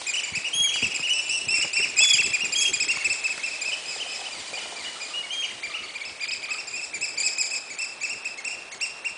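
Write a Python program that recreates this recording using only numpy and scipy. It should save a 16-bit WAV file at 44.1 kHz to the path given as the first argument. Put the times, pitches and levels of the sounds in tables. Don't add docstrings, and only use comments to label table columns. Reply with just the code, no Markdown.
import sys
import numpy as np
from scipy import signal
from scipy.io import wavfile
from scipy.ndimage import uniform_filter1d, minimum_filter1d, map_coordinates

SR = 44100
rng = np.random.default_rng(int(sys.argv[2]) if len(sys.argv) > 2 else 0)


def decibels_to_gain(level_db):
    exponent = np.asarray(level_db, float) / 20
    return 10 ** exponent


def store_pcm(level_fs):
    pcm = np.round(np.clip(level_fs, -1, 1) * 32767).astype(np.int16)
    wavfile.write(sys.argv[1], SR, np.atleast_2d(pcm).T)


N = 404397


def unit(x):
    return x / np.sqrt(np.mean(x ** 2) + 1e-20)


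def along(points, hz):
    f, v = np.transpose(points)
    return np.interp(np.log(hz + 1), np.log(f + 1), v)


def curves(rows):
    s, *cols = np.transpose(rows)
    return [np.interp(np.arange(N) / SR, s, c) for c in cols]


def wobble(rate, size=N):
    knots = rng.standard_normal(int(size * rate / SR) + 4)
    return map_coordinates(knots, [np.arange(size) * rate / SR])


def add(track, s, sound):
    part = track[max(round(s * SR), 0):][:len(sound)]
    part += sound[:len(part)]


def rush(spectrum, patchy_db):
    hz, _, z = signal.stft(rng.standard_normal(N + 512), SR, nperseg=1024)
    field = uniform_filter1d(rng.standard_normal(z.shape), 10, 0)
    field = uniform_filter1d(field, 6, 1)
    gain_db = patchy_db * unit(field) + along(spectrum, hz)[:, None]
    return unit(signal.istft(z * decibels_to_gain(gain_db), SR, nperseg=1024)[1][:N])


# (time [s], murmur [dB], leaf hiss [dB])
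MARSH_LEVELS = [
    (0.0, -48, -40.5),
    (0.25, -48.5, -46),
    (4.72, -45.5, -42.5),
    (6.03, -48.5, -49.5),
    (7.3, -48, -51),
    (9.17, -47.5, -52.5),
]
# (frequency [Hz], density [dB per Hz])
MURMUR_SPECTRUM = [(18, -59.5), (30, -39), (114, -33), (183, -14), (364, -7), (499, -3.5), (673, -2),
                   (2000, -8), (2600, -59.5), (4400, -120)]
# (frequency [Hz], density [dB per Hz])
LEAF_SPECTRUM = [(1200, -120), (1800, 0), (4000, 2.5), (6000, -1.5), (9000, -2), (10000, -9.5),
                 (10300, -40.5)]


def marsh():
    murmur_db, hiss_db = curves(MARSH_LEVELS)
    murmur = decibels_to_gain(murmur_db + 0.53 * wobble(10)) * rush(MURMUR_SPECTRUM, patchy_db=0.55)
    hiss = decibels_to_gain(hiss_db + 3.5) * rush(LEAF_SPECTRUM, patchy_db=0.4)
    return murmur + hiss


def knocks(events, t60, rough, rise, snap_db):
    out, t = np.zeros(N), np.arange(SR // 5) / SR
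    for s, db, hz in events:
        drift = rough * np.cumsum(rng.standard_normal(len(t))) * np.sqrt(hz / SR)
        decay = decibels_to_gain(-60 * t / t60)
        tone = np.sin(2 * np.pi * hz * t + drift) * decay * (1 - np.exp(-t / rise))
        snap = decibels_to_gain(snap_db - 60 * t / 0.0096) * rng.standard_normal(len(t))
        add(out, s, decibels_to_gain(db + 6.0) * (tone + snap))
    return out


# (time [s], peak level [dB], pitch [Hz])
FROG_CLUCKS = [(3.684, -31.5, 696), (3.726, -34.5, 560), (3.96, -29, 590), (4.061, -32, 767),
               (4.192, -30, 726), (4.214, -28.5, 840), (4.249, -42, 820), (4.282, -31, 720),
               (4.343, -34, 826), (4.529, -27, 543), (4.574, -32, 755), (4.655, -30, 776),
               (4.723, -28, 742)]
# (time [s], peak level [dB], pitch [Hz])
FOWL_CLUCKS = [
    (4.6129, -43, 1395),
    (4.9578, -42, 1354),
    (5.1029, -43, 1204),
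    (5.6952, -41.5, 1164),
    (5.7502, -40, 1240),
    (5.8301, -43, 1200),
    (6.4837, -41, 1232),
    (6.544, -42.5, 1280),
]


def far_clucks():
    frogs = knocks(FROG_CLUCKS, 0.03, rough=1.32, rise=0.0028, snap_db=-36)
    fowl = knocks(FOWL_CLUCKS, 0.13, rough=0.53, rise=0.0028, snap_db=-32)
    return signal.sosfilt(signal.butter(3, 350, "high", fs=SR, output="sos"), frogs + fowl)


# (time [s], buffet level [dB])
WIND_LEVELS = [
    (0.0, -60),
    (0.39, -57.5),
    (0.77, -55),
    (0.81, -49.5),
    (1.11, -56),
    (1.41, -54),
    (1.47, -53),
    (1.55, -53),
    (2.84, -51.5),
    (3.6, -58),
]
# (frequency [Hz], density [dB per Hz])
BUFFET_SPECTRUM = [(15, -36), (40, -9), (100, -8.5), (200, -7.5), (400, -3), (900, -36)]


def wind():
    lumps = decibels_to_gain(3.8 * wobble(25))
    return decibels_to_gain(curves(WIND_LEVELS)[0]) * unit(lumps * rush(BUFFET_SPECTRUM, patchy_db=-1.0))


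# (time [s], peak level [dB], pitch [Hz])
FINGER_THUMPS = [(0.318, -34, 96), (0.369, -32.5, 217), (0.549, -39, 134), (0.599, -36.5, 153),
                 (0.824, -25, 188), (0.854, -33, 143), (0.994, -35.5, 249), (1.467, -33.5, 111),
                 (1.584, -37, 291), (1.644, -29.5, 430), (1.795, -31, 387), (1.849, -38, 352),
                 (2.14, -36, 140), (2.192, -32.5, 320), (2.299, -38, 145), (2.433, -34, 391),
                 (2.76, -43, 107), (2.868, -38, 206), (2.938, -47, 222), (3.099, -41, 89)]
# (time [s], peak level [dB], pitch [Hz])
CASE_CLICKS = [
    (0.0162, -35, 1005),
    (0.7567, -29, 1604),
    (.7615, -31, 3430),
    (0.9932, -36, 1170),
    (2.006, -35, 1000),
    (2.02, -37.5, 745),
    (2.034, -34, 1320),
    (2.9704, -29.5, 1217),
    (3.3782, -33, 1480),
    (3.7723, -38, 1160),
]


def hands():
    thumps = knocks(FINGER_THUMPS, 0.064, rough=2.22, rise=0.0034, snap_db=-41)
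    clicks = knocks(CASE_CLICKS, 0.027, rough=1.68, rise=0.00027, snap_db=3)
    return signal.sosfilt(signal.butter(2, 70, "high", fs=SR, output="sos"), thumps + clicks)


# (frequency [Hz], decay t60 [s], strength [dB])
TREE_DECAY = [(1000, 0.66, -2), (2500, 0.99, 0.5), (3600, 0.67, -1.5), (4860, 0.52, 4.5), (8200, 0.43, 0.5)]
# (time [s], gain [dB])
TREE_ANSWER = [(0, -0.8), (1.2, 1.6), (2, -1.5), (3.3, -1), (4.2, 3), (5.22, 4.5), (5.3, -3), (5.5, 0),
               (5.7, 1), (6.8, -0.2), (8, 0), (9.17, 0.5)]


def trees(x):
    x = x * decibels_to_gain(curves(TREE_ANSWER)[0])
    gap = 0.032
    out, step = np.zeros(N), SR // 4
    for at in range(0, N, step):
        hz, t, z = signal.stft(rng.standard_normal(SR * 4 // 5), SR, nperseg=256)
        t60, strength_db = [along(np.array(TREE_DECAY)[:, [0, col]], hz)[:, None] for col in (1, 2)]
        shape = decibels_to_gain(-60 * t / t60) * (0.94 + np.clip(t / gap, 0, 1) ** 3)
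        shape = shape / np.linalg.norm(shape, axis=1, keepdims=True)
        tail = signal.istft(z * shape * decibels_to_gain(strength_db), SR, nperseg=256)[1]
        add(out, at / SR, signal.fftconvolve(x[at:at + step], tail / np.linalg.norm(tail)))
    return out * decibels_to_gain(1.8 * wobble(70))


def ripples(x, t60):
    out, step, t = np.zeros(N), SR // 10, np.arange(SR // 25) / SR
    for at in range(0, N, step):
        bounces = rng.standard_normal(len(t)) * decibels_to_gain(-60 * t / t60)
        piece = x[at:at + 2 * step] * np.hanning(2 * step)[:N - at]
        add(out, at / SR + 0.001, signal.fftconvolve(piece, bounces / np.linalg.norm(bounces)))
    return out


# (time [s], length [s], top pitch [Hz], level [dB])
HEAD_ON_NOTES = [(1.98, 0.073, 2652, -23), (2.093, 0.028, 2590, -27.5), (2.227, 0.048, 2644, -27.5),
                 (2.444, 0.034, 2512, -34), (2.52, 0.03, 2524, -29), (2.564, 0.04, 2473, -33),
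                 (2.604, 0.037, 2643, -27), (2.73, 0.033, 2508, -26), (4.468, 0.029, 2460, -41.5),
                 (4.835, 0.027, 2450, -45), (5.702, 0.021, 2226, -37), (5.828, 0.035, 2307, -38),
                 (5.886, 0.019, 2330, -38), (6.006, 0.033, 2294, -36), (6.046, 0.047, 2642, -37.5),
                 (6.313, 0.034, 2640, -31.5), (6.667, 0.035, 2487, -38.5), (6.808, 0.054, 2637, -40),
                 (7.171, 0.028, 2448, -29.5), (7.196, 0.028, 2473, -30), (7.228, 0.054, 2595, -29),
                 (7.378, 0.05, 2557, -29), (7.434, 0.034, 2400, -35.5), (7.507, 0.043, 2620, -32.5),
                 (7.699, 0.037, 2345, -38), (8.007, 0.027, 2430, -34.5), (8.717, 0.031, 2275, -36)]
HALF_TURNED_NOTES = [(0.135, 0.024, 3037, -24.5), (0.162, 0.044, 3040, -26.5), (1.556, 0.034, 2570, -33),
                     (0.735, 0.022, 2510, -30), (0.941, .032, 2606, -28.5), (1.962, 0.033, 2566, -27),
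                     (2.13, 0.031, 2510, -22.5), (2.797, 0.044, 2613, -25), (2.906, 0.029, 2320, -33),
                     (2.953, 0.028, 2320, -30), (3.003, 0.024, 2290, -32), (3.056, 0.023, 2260, -36),
                     (3.095, 0.044, 2661, -26), (3.609, .033, 2493, -30.5), (3.725, 0.032, 2650, -36),
                     (5.5, 0.023, 2150, -38), (6.201, 0.042, 2460, -32.5), (6.225, .028, 2444, -28.5),
                     (6.278, 0.03, 2570, -32.5), (6.5, .042, 2612, -31.5), (6.581, 0.03, 2790, -32),
                     (7.016, 0.041, 2683, -35), (7.008, 0.052, 2606, -30.5), (7.533, 0.045, 2611, -31.5),
                     (7.812, 0.043, 2685, -30.5), (8.376, 0.03, 2230, -36)]
SIDE_ON_NOTES = [(0.062, 0.039, 2530, -30.5), (1.995, .036, 2480, -34), (1.882, 0.034, 2520, -39),
                 (0.442, 0.051, 2930, -28.5), (0.716, 0.084, 2970, -30.5), (.826, 0.028, 2960, -23),
                 (.812, .075, 2670, -30.5), (5.001, 0.058, 2453, -37.5), (1.611, 0.019, 2570, -25),
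                 (2.181, 0.036, 2746, -20.5), (2.401, 0.055, 2830, -27), (3.165, 0.033, 2620, -48),
                 (6.752, 0.06, 2700, -33.5), (6.93, 0.038, 2420, -31.5), (6.952, 0.028, 2380, -34.5),
                 (3.043, 0.034, 2673, -22.5), (3.235, 0.044, 2645, -27.5), (3.429, 0.047, 2684, -29),
                 (3.465, 0.036, 2450, -35), (3.504, 0.05, 2634, -32.5), (5.629, 0.04, 2400, -30.5),
                 (6.427, 0.029, 2490, -29), (6.486, 0.028, 2398, -32.5), (6.725, 0.051, 2500, -34.5),
                 (7.26, 0.03, 2576, -29.5), (8.029, 0.035, 2670, -28.5)]
TURNED_AWAY_NOTES = [(0.086, 0.029, 2500, -27.5), (0.23, 0.026, 2475, -28.5), (0.282, 0.017, 2430, -31.5),
                     (0.33, 0.023, 2380, -32), (0.636, 0.033, 2363, -32), (1.076, 0.029, 2620, -32),
                     (1.025, 0.058, 2930, -27.5), (1.538, 0.038, 2416, -31), (1.618, 0.033, 2924, -24),
                     (1.764, 0.037, 2500, -24.5), (1.817, .036, 2910, -23), (1.841, 0.031, 2420, -32),
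                     (4.864, 0.025, 2080, -41), (2.327, 0.04, 2483, -25.5), (3.291, 0.043, 2610, -30.5),
                     (3.335, 0.019, 2310, -38), (3.391, 0.021, 2300, -34), (3.641, 0.075, 2640, -30.5),
                     (4.524, 0.062, 2460, -41), (5.227, 0.04, 2274, -38.5), (5.321, 0.041, 2440, -35.5),
                     (5.439, 0.032, 2425, -32), (5.945, 0.036, 2440, -33.5)]
BEAM_LEVELS = [-1.5, -5, -8.5, -9.5]


def arched_notes():
    easy_hz, notes = 2500, []
    tables = [HEAD_ON_NOTES, HALF_TURNED_NOTES, SIDE_ON_NOTES, TURNED_AWAY_NOTES]
    for rows, over_db in zip(tables, BEAM_LEVELS):
        for s, length, hz, db in rows:
            arch = 0.036 + 1.3 * length + 0.25 * max(np.log2(hz / easy_hz), 0)
            notes.append((s, length, hz, arch, -0.02, 0.22, 0.2, db, over_db))
    return notes


# (time [s], top pitch [Hz], level [dB])
FAR_PIPS = [
    (3.718, 3100, -29.5),
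    (4.003, 3147, -31.5),
    (4.256, 3046, -33.5),
    (4.57, 3050, -35),
]


def pips():
    return [(s, 0.027, hz, 0.0492, -0.02, 0.11, 0.12, db, -11.5) for s, hz, db in FAR_PIPS]


# (time [s], length [s], top pitch [Hz], level [dB], overtones [dB])
CLIMBING_NOTES = [(0.345, 0.045, 2642, -27.5, -9.5), (2.646, 0.039, 2846, -27, -11),
                  (2.881, .05, 2783, -24.5, -7.5), (5.421, 0.035, 2976, -28, -18),
                  (5.736, 0.043, 2956, -31.5, -15), (7.778, 0.052, 2700, -32.5, -4),
                  (8.088, 0.054, 2782, -30.5, -5.5), (8.245, 0.039, 2680, -30.5, -7),
                  (8.442, .046, 2758, -31, -6), (8.508, 0.046, 2793, -33.5, -9),
                  (8.806, 0.053, 2787, -27.5, -3.5), (9.044, 0.043, 2780, -29, -13)]


def climbing_notes():
    return [(s, length, hz, 0.16, 0.0506, 0.15, 0.2, db, over_db)
            for s, length, hz, db, over_db in CLIMBING_NOTES]


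# (time [s], length [s], pitch [Hz], level [dB], overtones [dB])
WHISTLE_NOTES = [(0.538, 0.15, 3293, -26, -3), (1.101, 0.029, 2962, -23, -8), (1.141, .04, 2680, -27.5, -5),
                 (1.273, 0.026, 2980, -46, -6), (1.314, .04, 2929, -32, 0.5), (2.012, 0.14, 3408, -23.5, -7.5),
                 (2.321, 0.037, 2680, -35, -12), (2.558, 0.12, 3310, -25.5, -5),
                 (4.853, 0.039, 2950, -41.5, -16), (5.144, 0.032, 2910, -34.5, -16),
                 (5.313, 0.14, 3221, -32.5, -6.5)]


def whistles():
    easy_hz, breath_s, notes = 3277, 0.138, []
    for s, length, hz, db, over_db in WHISTLE_NOTES:
        lean = -0.5 * max(hz / easy_hz - 1, 0)
        drop = 0.07 if length > breath_s else 0.003
        notes.append((s, length, hz, 0.14 * length, lean, 0.027, drop, db, over_db))
    return notes


# (time [s], length [s], pitch [Hz], level [dB])
HELD_NOTES = [
    (1.219, 0.073, 2414, -43),
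    (1.297, .085, 2732, -30),
    (1.489, 0.09, 2719, -27.5),
    (1.738, 0.089, 2720, -27.5),
    (3.858, 0.098, 2583, -42.5),
    (4.075, 0.09, 2580, -42.5),
]


def held_notes():
    return [(s, length, hz, 0.032, 0.009, 0.04, 0.02, db, -2) for s, length, hz, db in HELD_NOTES]


# (time [s], mid pitch [Hz], level [dB])
FALLING_NOTES = [
    (3.885, 2235, -45.5),
    (4.112, 2200, -48.5),
    (4.318, 2130, -47),
    (4.54, 2116, -48),
    (4.765, 2100, -46.5),
    (5.004, 2214, -51.5),
]


def falling_notes():
    return [(s, 0.099, hz, 0.045, -0.2, 0.04, 0.03, db, 4) for s, hz, db in FALLING_NOTES]


# (time [s], gain of multiples 3 and 4 [dB], fundamental's loss per unit of sag [dB],
# octave's loss per unit of sag [dB], arch depth [share])
STANCE = [(0, -1, 20, 36, 1.1), (1.2, -2, 24, 42, .9), (2, -3, 17, 40, .95), (3.3, -2.5, 22, 38, .95),
          (4.2, -9, 34, 8, .95), (5.4, -9, 26, 10, .95), (6, -12.5, 24, 8, 1.05), (6.5, -7, 24, 10, 1.05),
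          (6.7, -3, 30, 40, .85), (7.15, -2.5, 34, 34, .55), (7.6, -2, 36, 36, .55),
          (7.75, -2, 22, 42, 1.05), (8.6, -1, 22, 40, 1.05), (9.17, 0, 24, 30, 1.05)]
HIGH_SLACK = [43.5, 47]
# (frequency [Hz], gain [dB])
THROAT_GAIN = [(1000, -13), (1900, -11.5), (2500, 0.5), (3300, 0.5), (4100, -9.5), (5000, 0.5), (6200, -9),
               (7400, 7.5), (8600, -13.5), (10000, -10.5)]
OVERTONE_LEVELS = [0, 0.9, -1.2]


def pipers():
    out, flutter, waver = np.zeros(N), [wobble(110) for _ in range(4)], wobble(120)
    facing_db, *loss_db, depth = curves(STANCE)
    notes = arched_notes() + pips() + climbing_notes() + whistles() + held_notes() + falling_notes()
    foot = 0.009
    for s, length, hz, arch, lean, scoop, drop, db, over_db in notes:
        t = np.arange(-foot, length + 0.012, 1 / SR)
        now = np.minimum(round((s - foot) * SR) + np.arange(len(t)), N - 1)
        u = 2 * t / length - 1
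        rise = np.logaddexp(0, -t / 0.0033)
        fall = np.logaddexp(0, (t - length) / 0.006)
        sag = np.clip(depth[now] * arch * u * u + scoop * rise + drop * fall, 0, 0.6)
        pitch = hz * (1 - sag + lean * u + 0.0027 * waver[now])
        phase = 2 * np.pi * np.cumsum(pitch) / SR
        edges = np.clip(np.minimum((t - t[0]) / 0.0036, (t[-1] - t) / 0.0041), 0, 1)
        for k, level_db in enumerate([0] + [over_db + o for o in OVERTONE_LEVELS]):
            colour_db = along(THROAT_GAIN, (k + 1) * pitch)
            if k == 0:
                colour_db = colour_db - along(THROAT_GAIN, hz)
            if k > 1:
                colour_db = colour_db + facing_db[now]
            slack_db = -(loss_db[k][now] if k < 2 else HIGH_SLACK[k - 2]) * sag
            shimmer_db = (1.64 + 0.56 * k) * flutter[k][now]
            gain = decibels_to_gain(db + 4.5 + level_db + colour_db + slack_db + shimmer_db)
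            add(out, s - foot, edges * gain * np.sin((k + 1) * phase))
    return out


def scene():
    birds, far = pipers(), far_clucks()
    glances = decibels_to_gain(-7) * ripples(birds, t60=0.06)
    answer = decibels_to_gain(-5.0) * trees(birds + far)
    return (birds + far + glances + answer + hands() + marsh() + wind())[None]


def starved(x, margin_db, chance_db, grain):
    hz, _, z = signal.stft(x, SR, nperseg=512, noverlap=256)
    hiss = signal.stft(rng.standard_normal(N), SR, nperseg=512, noverlap=256)[2]

    def per_band(v):
        return np.add.reduceat(np.abs(v) ** 2, np.arange(0, len(hz), 6)) + 1e-16

    def spread(v):
        return np.repeat(v, 6, axis=0)[:len(hz)]

    level_db = 10 * np.log10(per_band(z))
    coming_db = -minimum_filter1d(-level_db, size=5, axis=1, origin=-2)
    luck = rng.standard_normal((2, *level_db.shape))
    weak = level_db + chance_db * luck[0] < coming_db - margin_db
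    standing = (level_db - np.median(level_db[9:19], axis=0)) / 12
    plain = unit(uniform_filter1d(luck[1], 3, 1)) + standing < grain
    swapped = spread(plain) & (hz[:, None] > 5200)
    z = np.where(swapped, hiss * spread(np.sqrt(per_band(z) / per_band(hiss))), z)
    keep = 1 - 0.97 * spread(weak) * (hz[:, None] > 3400)
    return signal.istft(z * keep, SR, nperseg=512, noverlap=256)[1][:N]


def band_limit(x):
    return signal.sosfilt(signal.butter(12, 10830, fs=SR, output="sos"), x)


def record(dry):
    top = signal.ellip(8, 0.5, 50, 10050, fs=SR, output="sos")
    low = signal.butter(2, 40, "high", fs=SR, output="sos")
    kept = starved(dry[0], margin_db=9.3, chance_db=3.5, grain=0.6)
    mix = signal.sosfilt(np.vstack([top, low]), kept)[None]
    return band_limit(mix)


dry = scene()
out = record(dry)
store_pcm(out)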